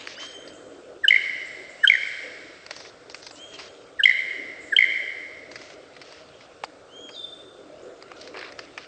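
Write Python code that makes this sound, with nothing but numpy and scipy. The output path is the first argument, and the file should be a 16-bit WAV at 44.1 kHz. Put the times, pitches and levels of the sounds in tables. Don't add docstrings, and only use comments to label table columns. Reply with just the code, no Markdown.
import sys
import numpy as np
from scipy import signal
from scipy.io import wavfile
from scipy.ndimage import uniform_filter1d

SR = 44100
rng = np.random.default_rng(int(sys.argv[2]) if len(sys.argv) > 2 else 0)


def unload_audio(sound):
    columns = np.transpose(np.atleast_2d(sound))
    steps = np.round(np.clip(columns, -1, 1) * 32767)
    wavfile.write(sys.argv[1], SR, steps.astype(np.int16))


N = 391166


def gain_of(db):
    return 10 ** (np.asarray(db) / 20)


def evened(x):
    return x / np.sqrt(np.mean(x ** 2) + 1e-20)


def read(points, hz):
    f, value = np.transpose(points)
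    return np.interp(np.log(hz + 1), np.log(f + 1), value)


def add(mix, s, sound):
    part = mix[max(round(s * SR), 0):][:len(sound)]
    part += sound[:len(part)]


def resonate(x, hz, width):
    turn = np.exp(2j * np.pi * np.cumsum(hz * np.ones(len(x))) / SR)
    r = np.exp(-np.pi * abs(width) / SR)
    smoothed = signal.lfilter([(1 - r) ** 2], [1, -2 * r, r * r], x / turn + 1e-18)
    return 2 * (turn * smoothed).real


def coloured(x, colour_db, patchy_db=0):
    hz, t, z = signal.stft(x, SR, nperseg=512, noverlap=384)
    patches = uniform_filter1d(rng.standard_normal(z.shape), size=6, axis=0)
    patches = evened(uniform_filter1d(patches, size=20, axis=1))
    z = z * gain_of(colour_db(hz[:, None], t) + patchy_db * patches)
    return signal.istft(z, SR, nperseg=512, noverlap=384)[1][:len(x)]


def high_passed(x, edge_hz):
    return signal.sosfilt(signal.butter(N=2, Wn=edge_hz, btype="high", fs=SR, output="sos"), x)


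def air():
    # frequency in Hz, relative level in dB per Hz.
    air_colour = [(12, -69), (20, -31), (75, -10), (235, -16.5), (289, -21), (492, -5.5), (668, -6.5),
                  (906, -19), (1400, -11), (1990, -30.5), (2150, -44.5), (2920, -33.5), (3570, -24),
                  (3860, -28.5), (8700, -32), (11300, -71), (19100, -120)]
    level_db = -52.5
    hiss = coloured(rng.standard_normal(N), lambda hz, t: read(air_colour, hz), patchy_db=1.0)
    return gain_of(level_db) * evened(high_passed(hiss, 50))


def drone():
    # time in seconds, rms level in dB before the dips.
    drone_level = [(0.0, -50.5), (0.37, -49), (0.6, -46), (0.9, -47), (1.53, -48.5), (2.5, -47),
                   (2.7, -52.5), (4.0, -51), (4.5, -46), (4.95, -50.5), (5.58, -48), (6.619, -55.5),
                   (7.08, -45), (7.17, -52.5), (8.08, -46.5), (8.45, -45.5), (8.87, -53)]
    # frequency in Hz, width in Hz, relative level in dB.
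    modes = [(300, 70, -3), (390, 90, -1), (490, 80, 0), (610, 110, -1), (1400, 260, -13)]
    # centre in seconds, depth in dB, half length in seconds (to 1/e of the depth).
    dip_rows = [(1.2, -9, 0.16), (1.97, -12, 0.19), (4.12, -27.5, 0.081), (4.81, -12, 0.024)]
    hum = np.zeros(N)
    for hz, width, db in modes:
        lump = evened(uniform_filter1d(rng.standard_normal(N), size=4000))
        hum += gain_of(db + 3.57 * lump) * evened(resonate(rng.standard_normal(N), hz, width))
    t = np.arange(N) / SR
    dips = sum(depth * np.exp(-((t - at) / half) ** 2) for at, depth, half in dip_rows)
    s, db = np.transpose(drone_level)
    return gain_of(np.interp(t, s, db) + dips) * evened(hum)


def grains():
    sizes = np.minimum(rng.exponential(1, N // 40 + 1), 4)
    return rng.standard_normal(N) * gain_of(2.3 * np.repeat(sizes, 40)[:N])


def rustle():
    # time in seconds, level in dB (of grains evened to rms 1 over the whole scene).
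    rustle_level = [(0.0, -41), (0.288, -56.5), (0.9, -61), (2.6, -66.5), (3.16, -65.5), (3.56, -51),
                    (3.95, -60.5), (5.5, -64.5), (6.15, -54), (6.94, -64), (7.88, -60), (8.35, -54.5),
                    (8.87, -55)]
    # frequency in Hz, relative level in dB per Hz.
    litter = [(410, -42.5), (700, -14.5), (1970, -7), (2530, -6), (3130, -8.5), (3370, -10), (3630, -10),
              (5030, -13), (8700, -31.5), (11300, -68.5), (19100, -120)]
    leaves = coloured(grains(), lambda hz, t: read(litter, hz), patchy_db=3.0)
    s, db = np.transpose(rustle_level)
    return gain_of(np.interp(np.arange(N) / SR, s, db)) * evened(leaves)


def swishes():
    # start in seconds, length in seconds, starting rms level in dB, lowest Hz, highest Hz.
    sweeps = [(0, .036, -51, 920, 5100), (0.066, 0.091, -43, 1500, 6000), (0.191, 0.084, -40, 940, 6100),
              (0.27, 0.074, -50.5, 3450, 5500), (2.698, 0.092, -48, 1500, 6000),
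              (2.746, 0.17, -48, 3400, 6200), (3.102, 0.029, -48.5, 3450, 6400),
              (3.136, 0.085, -51.5, 1500, 7750), (3.213, 0.1, -49.5, 3400, 6400),
              (3.353, 0.046, -51, 3500, 6550), (3.533, .03, -45, 1000, 6500), (3.573, 0.12, -45, 980, 5600),
              (5.504, 0.077, -55, 2500, 6960), (5.57, 0.19, -49, 1000, 6330), (6.03, .2, -52.5, 1500, 6000),
              (6.4, 0.061, -53, 1500, 5500), (8.152, 0.16, -52.5, 2000, 6040),
              (8.332, 0.182, -42, 1000, 2600), (8.35, 0.16, -48, 3220, 5250),
              (8.578, 0.086, -51, 1000, 5760), (8.772, 0.09, -47.5, 980, 5130)]
    out, leaves = np.zeros(N), grains()
    for s, length, db, low_hz, high_hz in sweeps:
        band = signal.butter(N=5, Wn=[low_hz, high_hz], btype="band", fs=SR, output="sos")
        stretch = leaves[round(s * SR):][:round(length * SR)]
        sweep = evened(signal.sosfilt(band, stretch))
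        thinning_db = np.linspace(0, 3.0, len(sweep))
        add(out, s, gain_of(db - thinning_db) * sweep * signal.windows.tukey(len(sweep), .25))
    return out


def snaps():
    # start in seconds, peak level in dB, brightness in octaves above 1 kHz,
    # level change in dB per octave away from that brightness, time in seconds to die by 60 dB.
    snap_rows = [(0.072, -19, 1.35, -16, .01), (0.475, -33.5, 2.1, -6, 0.083), (2.663, -27.5, -1, 2, 0.015),
                 (2.708, -19, 1.5, -8.5, 0.031), (2.763, -29, 4, -2.5, .03), (2.802, -30.5, 3, -1, .045),
                 (2.848, -35, 1.1, -14, 0.09), (3.097, -29, -1, 3, 0.023), (3.144, -23, 1.47, -15, 0.031),
                 (3.227, -32.5, 2, -4, .04), (3.265, -26.5, 1.8, -8, 0.035), (3.308, -32, -3.5, 2, 0.029),
                 (3.588, -29.5, 1.5, -5, 0.13), (5.514, -31, 1.7, -3, 0.036), (5.556, -24, 1.5, -30, 0.053),
                 (5.614, -34, 1, -3, 0.043), (5.701, -37, 0.7, -14, 0.039), (5.965, -33.5, 1, -6, .034),
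                 (6.014, -29, 1.5, -11.5, .058), (6.123, -30.5, 5, -1, .033), (6.408, -35.5, 1.1, -9, .025),
                 (6.636, -15, -1.07, -11, 0.023), (6.644, -29.5, 3, -7, 0.029), (7.09, -34, -0.5, -3, 0.05),
                 (8.024, -27.5, 1, 3, .018), (8.116, -28, -1, -9, .02), (8.212, -31.5, 2.5, -13, 0.031),
                 (8.274, -30.5, 1.6, -7, .03), (8.342, -32, 0.4, -14, 0.024), (8.351, -33, -1.6, -15, .04),
                 (8.371, -27, 0.5, -20, .015), (8.39, -26, 1.5, -16, 0.03), (8.411, -28, 1.1, -12, 0.028),
                 (8.427, -23.5, 0.94, -37, 0.017), (8.445, -29.5, 1.3, -35, 0.061),
                 (8.484, -38, 0.2, -20, 0.025), (8.521, -31, 1.5, -12, 0.029),
                 (8.59, -21, 1.5, -28.5, 0.025), (8.776, -19, 1.24, -20.5, 0.04)]
    # frequency in Hz, width in Hz, relative level in dB.
    twig_rings = [(950, 1100, 1.4), (1903, 1700, 1.3), (4545, 1300, -0.2), (7480, 850, -16.5)]
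    rise_ms = 1.1
    out, t = np.zeros(N), np.arange(3000) / SR
    rise = np.minimum(1000 * t / rise_ms, 1) ** 2
    for s, peak_db, bright, slope_db, t60 in snap_rows:
        crumbs = rng.standard_normal(len(t)) * gain_of(-60 * t / max(t60, 1 / 500)) * rise
        crack = np.zeros(len(t))
        for hz, width, db in twig_rings:
            octaves_away = abs(np.log2(hz / 1000) - bright)
            crack += gain_of(db + slope_db * octaves_away) * evened(resonate(crumbs, hz, width))
        crack = high_passed(crack, 450)
        add(out, s, gain_of(peak_db) * crack / abs(crack).max())
    return out


def whistle_curve(s, length, top_hz, db, dip_db):
    scoop_hz, scoop_s = 597.4, .05
    droop_hz, droop_s = 153, .03
    swell_s, soft_db = .075, -16.5
    t = np.linspace(0, length, num=40)
    hz = top_hz - scoop_hz * np.exp(-t / scoop_s) - droop_hz * np.exp((t - length) / droop_s)
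    soft_start = soft_db * np.maximum(1 - t / swell_s, 0)
    late_dip = dip_db * np.exp(-((t / length - .72) / .15) ** 2)
    return np.transpose([s + t, hz, db + soft_start + late_dip])


def whistle(rows, octave_db, throb=0.):
    s, *columns = np.transpose(rows)
    t = np.arange(s[0], s[-1], 1 / SR)
    hz, db = (np.interp(t, s, c) for c in columns)
    hz = hz * (1 + .007 * evened(uniform_filter1d(rng.standard_normal(len(t)), size=300)))
    husky = evened(resonate(rng.standard_normal(len(t)), 2.08 * hz, 220))
    tone = np.sqrt(2) * np.sin(2 * np.pi * np.cumsum(hz) / SR)
    tone *= 1 + throb * np.sin(2 * np.pi * 62 * t)
    sound = gain_of(db) * (tone + gain_of(octave_db) * husky)
    return s[0], sound * signal.windows.tukey(len(t), .08)


def far_birds():
    # start in seconds, length in seconds, pitch in Hz that the scoop climbs towards,
    # rms level in dB before the soft start and dip, late change of level in dB (a dip if negative).
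    whistle_rows = [(0.138, 0.24, 3210, -40, -14), (1.775, .22, 3190, -43.5, -6.5),
                    (3.345, 0.22, 3293, -44.5, -10), (6.88, .22, 3297, -47.5, 3)]
    # time in seconds, pitch in Hz, rms level in dB before the throb.
    warble_curve = [(7.14, 4120, -60.5), (7.148, 3900, -48), (7.17, 3590, -39), (7.248, 3575, -36),
                    (7.256, 3560, -44), (7.3, 3570, -59)]
    # start in seconds, length in seconds, first Hz, last Hz,
    # rms level in dB before the fades, width in Hz.
    chirps = [(.168, .032, 950, 2300, -44, 90), (.15, .016, 3100, 3900, -49, 120),
              (.156, .044, 4300, 5700, -51, 120), (.235, .145, 8050, 7900, -64, 150),
              (.53, .05, 7300, 7300, -59, 1200), (1.455, .03, 7600, 7600, -55, 1200),
              (1.69, .05, 7300, 7300, -59, 1200), (2.06, .04, 7500, 7500, -57, 1200),
              (3.31, .055, 7400, 7600, -56, 1000), (4.6, .1, 7500, 7500, -59, 1200),
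              (7.105, .07, 4900, 4750, -53, 500), (7.14, .025, 4050, 3900, -50, 400),
              (7.15, .25, 8300, 8300, -70, 400), (7.82, .025, 6800, 7000, -62, 1200)]
    out = np.zeros(N)
    for row in whistle_rows:
        add(out, *whistle(whistle_curve(*row), octave_db=-14.5))
    add(out, *whistle(warble_curve, octave_db=-38.5, throb=0.41))
    for s, length, first_hz, last_hz, db, width in chirps:
        n = round(length * SR)
        note = resonate(rng.standard_normal(n), np.linspace(first_hz, last_hz, n), width)
        add(out, s, gain_of(db) * evened(note) * signal.windows.tukey(n, .25))
    return out


def wash():
    # start in seconds, rms level in dB that the dying hiss is counted down from.
    wells = [(1.1, -43), (1.9, -41), (4.06, -46), (4.799, -46.5)]
    # frequency in Hz, relative level in dB per Hz.
    wash_colour = [(700, -29.5), (1800, -3), (2600, -7), (3500, -9.5), (3900, -9), (5600, -10.5),
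                   (6200, -22.5), (7800, -19.5), (9000, -35.5)]
    rise_s, t60_s = 0.13, 3.57
    power = np.zeros(N)
    for s, db in wells:
        age = np.maximum(np.arange(N) / SR - s, 0)
        power += (gain_of(db - 60 * age / t60_s) * np.minimum(age / rise_s, 1)) ** 2
    hiss = coloured(rng.standard_normal(N), lambda hz, t: read(wash_colour, hz), patchy_db=0.5)
    return np.sqrt(power) * evened(hiss)


def zaps():
    # peak time in seconds, peak level in dB of the sine, pitch in Hz at the peak,
    # length in ms between the points 8 dB down.
    pips = [(1.05, -12.5, 1636, 15), (1.0838, -3.5, 2930, 7), (1.1084, -2.4, 2126, 4.3),
            (1.128, -4.6, 2073, 5), (1.145, -8.3, 2035, 5.3), (1.1634, -6.3, 2131, 4.9),
            (1.8475, -6.7, 1590, 15.5), (1.8767, -4.5, 3080, 7), (1.9006, -0.8, 2229, 4.4),
            (1.9216, -5.8, 2155, 4.4), (1.9387, -6.9, 2053, 3.7), (1.9543, -9.6, 1911, 4.4),
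            (4.0046, -14.8, 1635, 15.5), (4.038, -7.5, 3000, 10), (4.0576, -0.3, 2132, 5),
            (4.0796, -6.9, 2041, 4.6), (4.0971, -5.1, 2066, 4.6), (4.1131, -6.8, 2029, 3.2),
            (4.7339, -14.4, 1643, 15.5), (4.7666, -4.8, 3050, 6), (4.7889, -2.3, 2156, 4.9),
            (4.8093, -5.1, 2137, 4), (4.8265, -6.3, 2053, 3.7), (4.843, -7.2, 2055, 3.9)]
    # kind of pip (row of voices), glide in Hz per ms at the peak,
    # share of the length that rises.
    shapes = [(0, -23, .57), (1, 52, .27), (2, -35, .36), (2, 10, .6), (2, -40, .52), (2, -55, .52)]
    # octave in dB and rasp in dB against the sine,
    # husky throat bands as (Hz, width in Hz, dB against the sine); facing changes rasp and bands.
    voices = [(-34, -43, [(5300, 180, -42), (8040, 93, -36.5)]), (-39.5, -28, [(5000, 190, -40.5),
              (6480, 1200, -35), (7630, 320, -38)]), (-41.5, -57.5, [(5200, 1100, -35.5),
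              (6800, 920, -44)])]
    # time in seconds, echo in dB, change of huskiness in dB.
    facings = [(1.1, -8.5, -1), (1.901, -11, 0.5), (4.05, -8, 1), (4.8, -6, -2.5)]
    # frequency in Hz, relative level in dB per Hz.
    breathy = [(900, -34), (2500, 13.5), (4000, 19), (5500, 3), (6300, -11), (7500, -3.5), (9000, -16)]
    tone, puffs = np.zeros(N), np.zeros(N)
    ms = np.arange(-25, 25, 1000 / SR)
    turn_s, echo_db, husky_db = np.transpose(facings)
    for (s, db, hz, length), (kind, glide, rising) in zip(pips, shapes * len(facings)):
        rise, fall = rising * length, (1 - rising) * length
        shape = gain_of(db - 8 * abs(ms / np.where(ms < 0, rise, fall)) ** 2.2)
        bend = np.where(ms < 0, 2 * rise, .8 * fall)
        pitch = hz + glide * bend * np.tanh(ms / bend)
        phase = 2 * np.pi * (np.cumsum(pitch) / SR + rng.random())
        octave_db, rasp_db, bands = voices[kind]
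        breath = rng.standard_normal(len(ms))
        facing = gain_of(np.interp(s, turn_s, husky_db))
        husky = facing * sum(gain_of(d) * evened(resonate(breath, f, width)) for f, width, d in bands)
        start = s - 25 / 1000
        add(tone, start, shape * (np.sin(phase) + gain_of(octave_db) * np.sin(2 * phase) + husky))
        add(puffs, start, facing * gain_of(rasp_db) * shape)
    rasp = puffs * evened(coloured(rng.standard_normal(N), lambda hz, t: read(breathy, hz)))
    thrown = gain_of(np.interp(np.arange(N) / SR, turn_s, echo_db))
    return tone, rasp, thrown


def forest(x):
    # delay in seconds, spread in seconds, extra level in dB.
    clumps = [(0, .03, -4), (.15, .03, 1.5), (.3, .04, 2)]
    # frequency in Hz, relative level in dB.
    bark = [(1000, -8), (1600, -5), (1850, 1), (2200, 0), (3100, -6), (5000, 0), (8000, 0)]
    # frequency in Hz, time in seconds to die by 60 dB.
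    ring = [(1000, 0.98), (1600, 1.78), (2100, 1.506), (3100, 1.19), (5000, 0.73), (8000, 1.51)]
    taps, t = np.zeros(2 * SR), np.arange(2 * SR) / SR
    at = np.arange(130, 2 * SR - 40, 40)
    sizes = gain_of(3.5 * np.minimum(rng.exponential(1, len(at)), 3))
    taps[at + rng.integers(0, 40, len(at))] = rng.choice([-1., 1.], len(at)) * sizes
    taps *= gain_of(sum(db * np.exp(-((t - delay) / spread) ** 2) for delay, spread, db in clumps))
    tail = coloured(taps, lambda hz, t: read(bark, hz) - 60 * t / read(ring, hz))
    tail *= t > 130 / SR
    return signal.fftconvolve(x, tail / np.linalg.norm(tail))[:N]


def scene():
    # delay in seconds, level in dB against the direct zap.
    near_trunks = [(.0056, -17), (.011, -20), (.0165, -19)]
    slap_s, slap_db, slap_hz, slap_width_hz = .133, -8.5, 2100, 910
    calls, rasp, thrown = zaps()
    far, ground = far_birds(), snaps()
    sent = thrown * (calls + gain_of(15.5) * rasp) + gain_of(1.5) * far + gain_of(-15.0) * ground
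    wet = forest(sent)
    slap = resonate(thrown * calls, slap_hz, slap_width_hz)
    add(wet, slap_s, gain_of(slap_db) * slap[:-round(slap_s * SR)])
    for delay, db in near_trunks:
        add(wet, delay, gain_of(db) * (calls + rasp))
    background = rustle() + wash() + air() + drone()
    return (calls + rasp + far + ground + wet + swishes() + background)[None]


def record(dry):
    edge_hz = 8720
    held = dry / (1 + abs(dry) ** 16) ** (1 / 16)
    low_pass = signal.firwin(511, edge_hz, window=("kaiser", 9), fs=SR)
    return signal.oaconvolve(held, low_pass[None], "same")


dry = scene()
out = record(dry)
unload_audio(out)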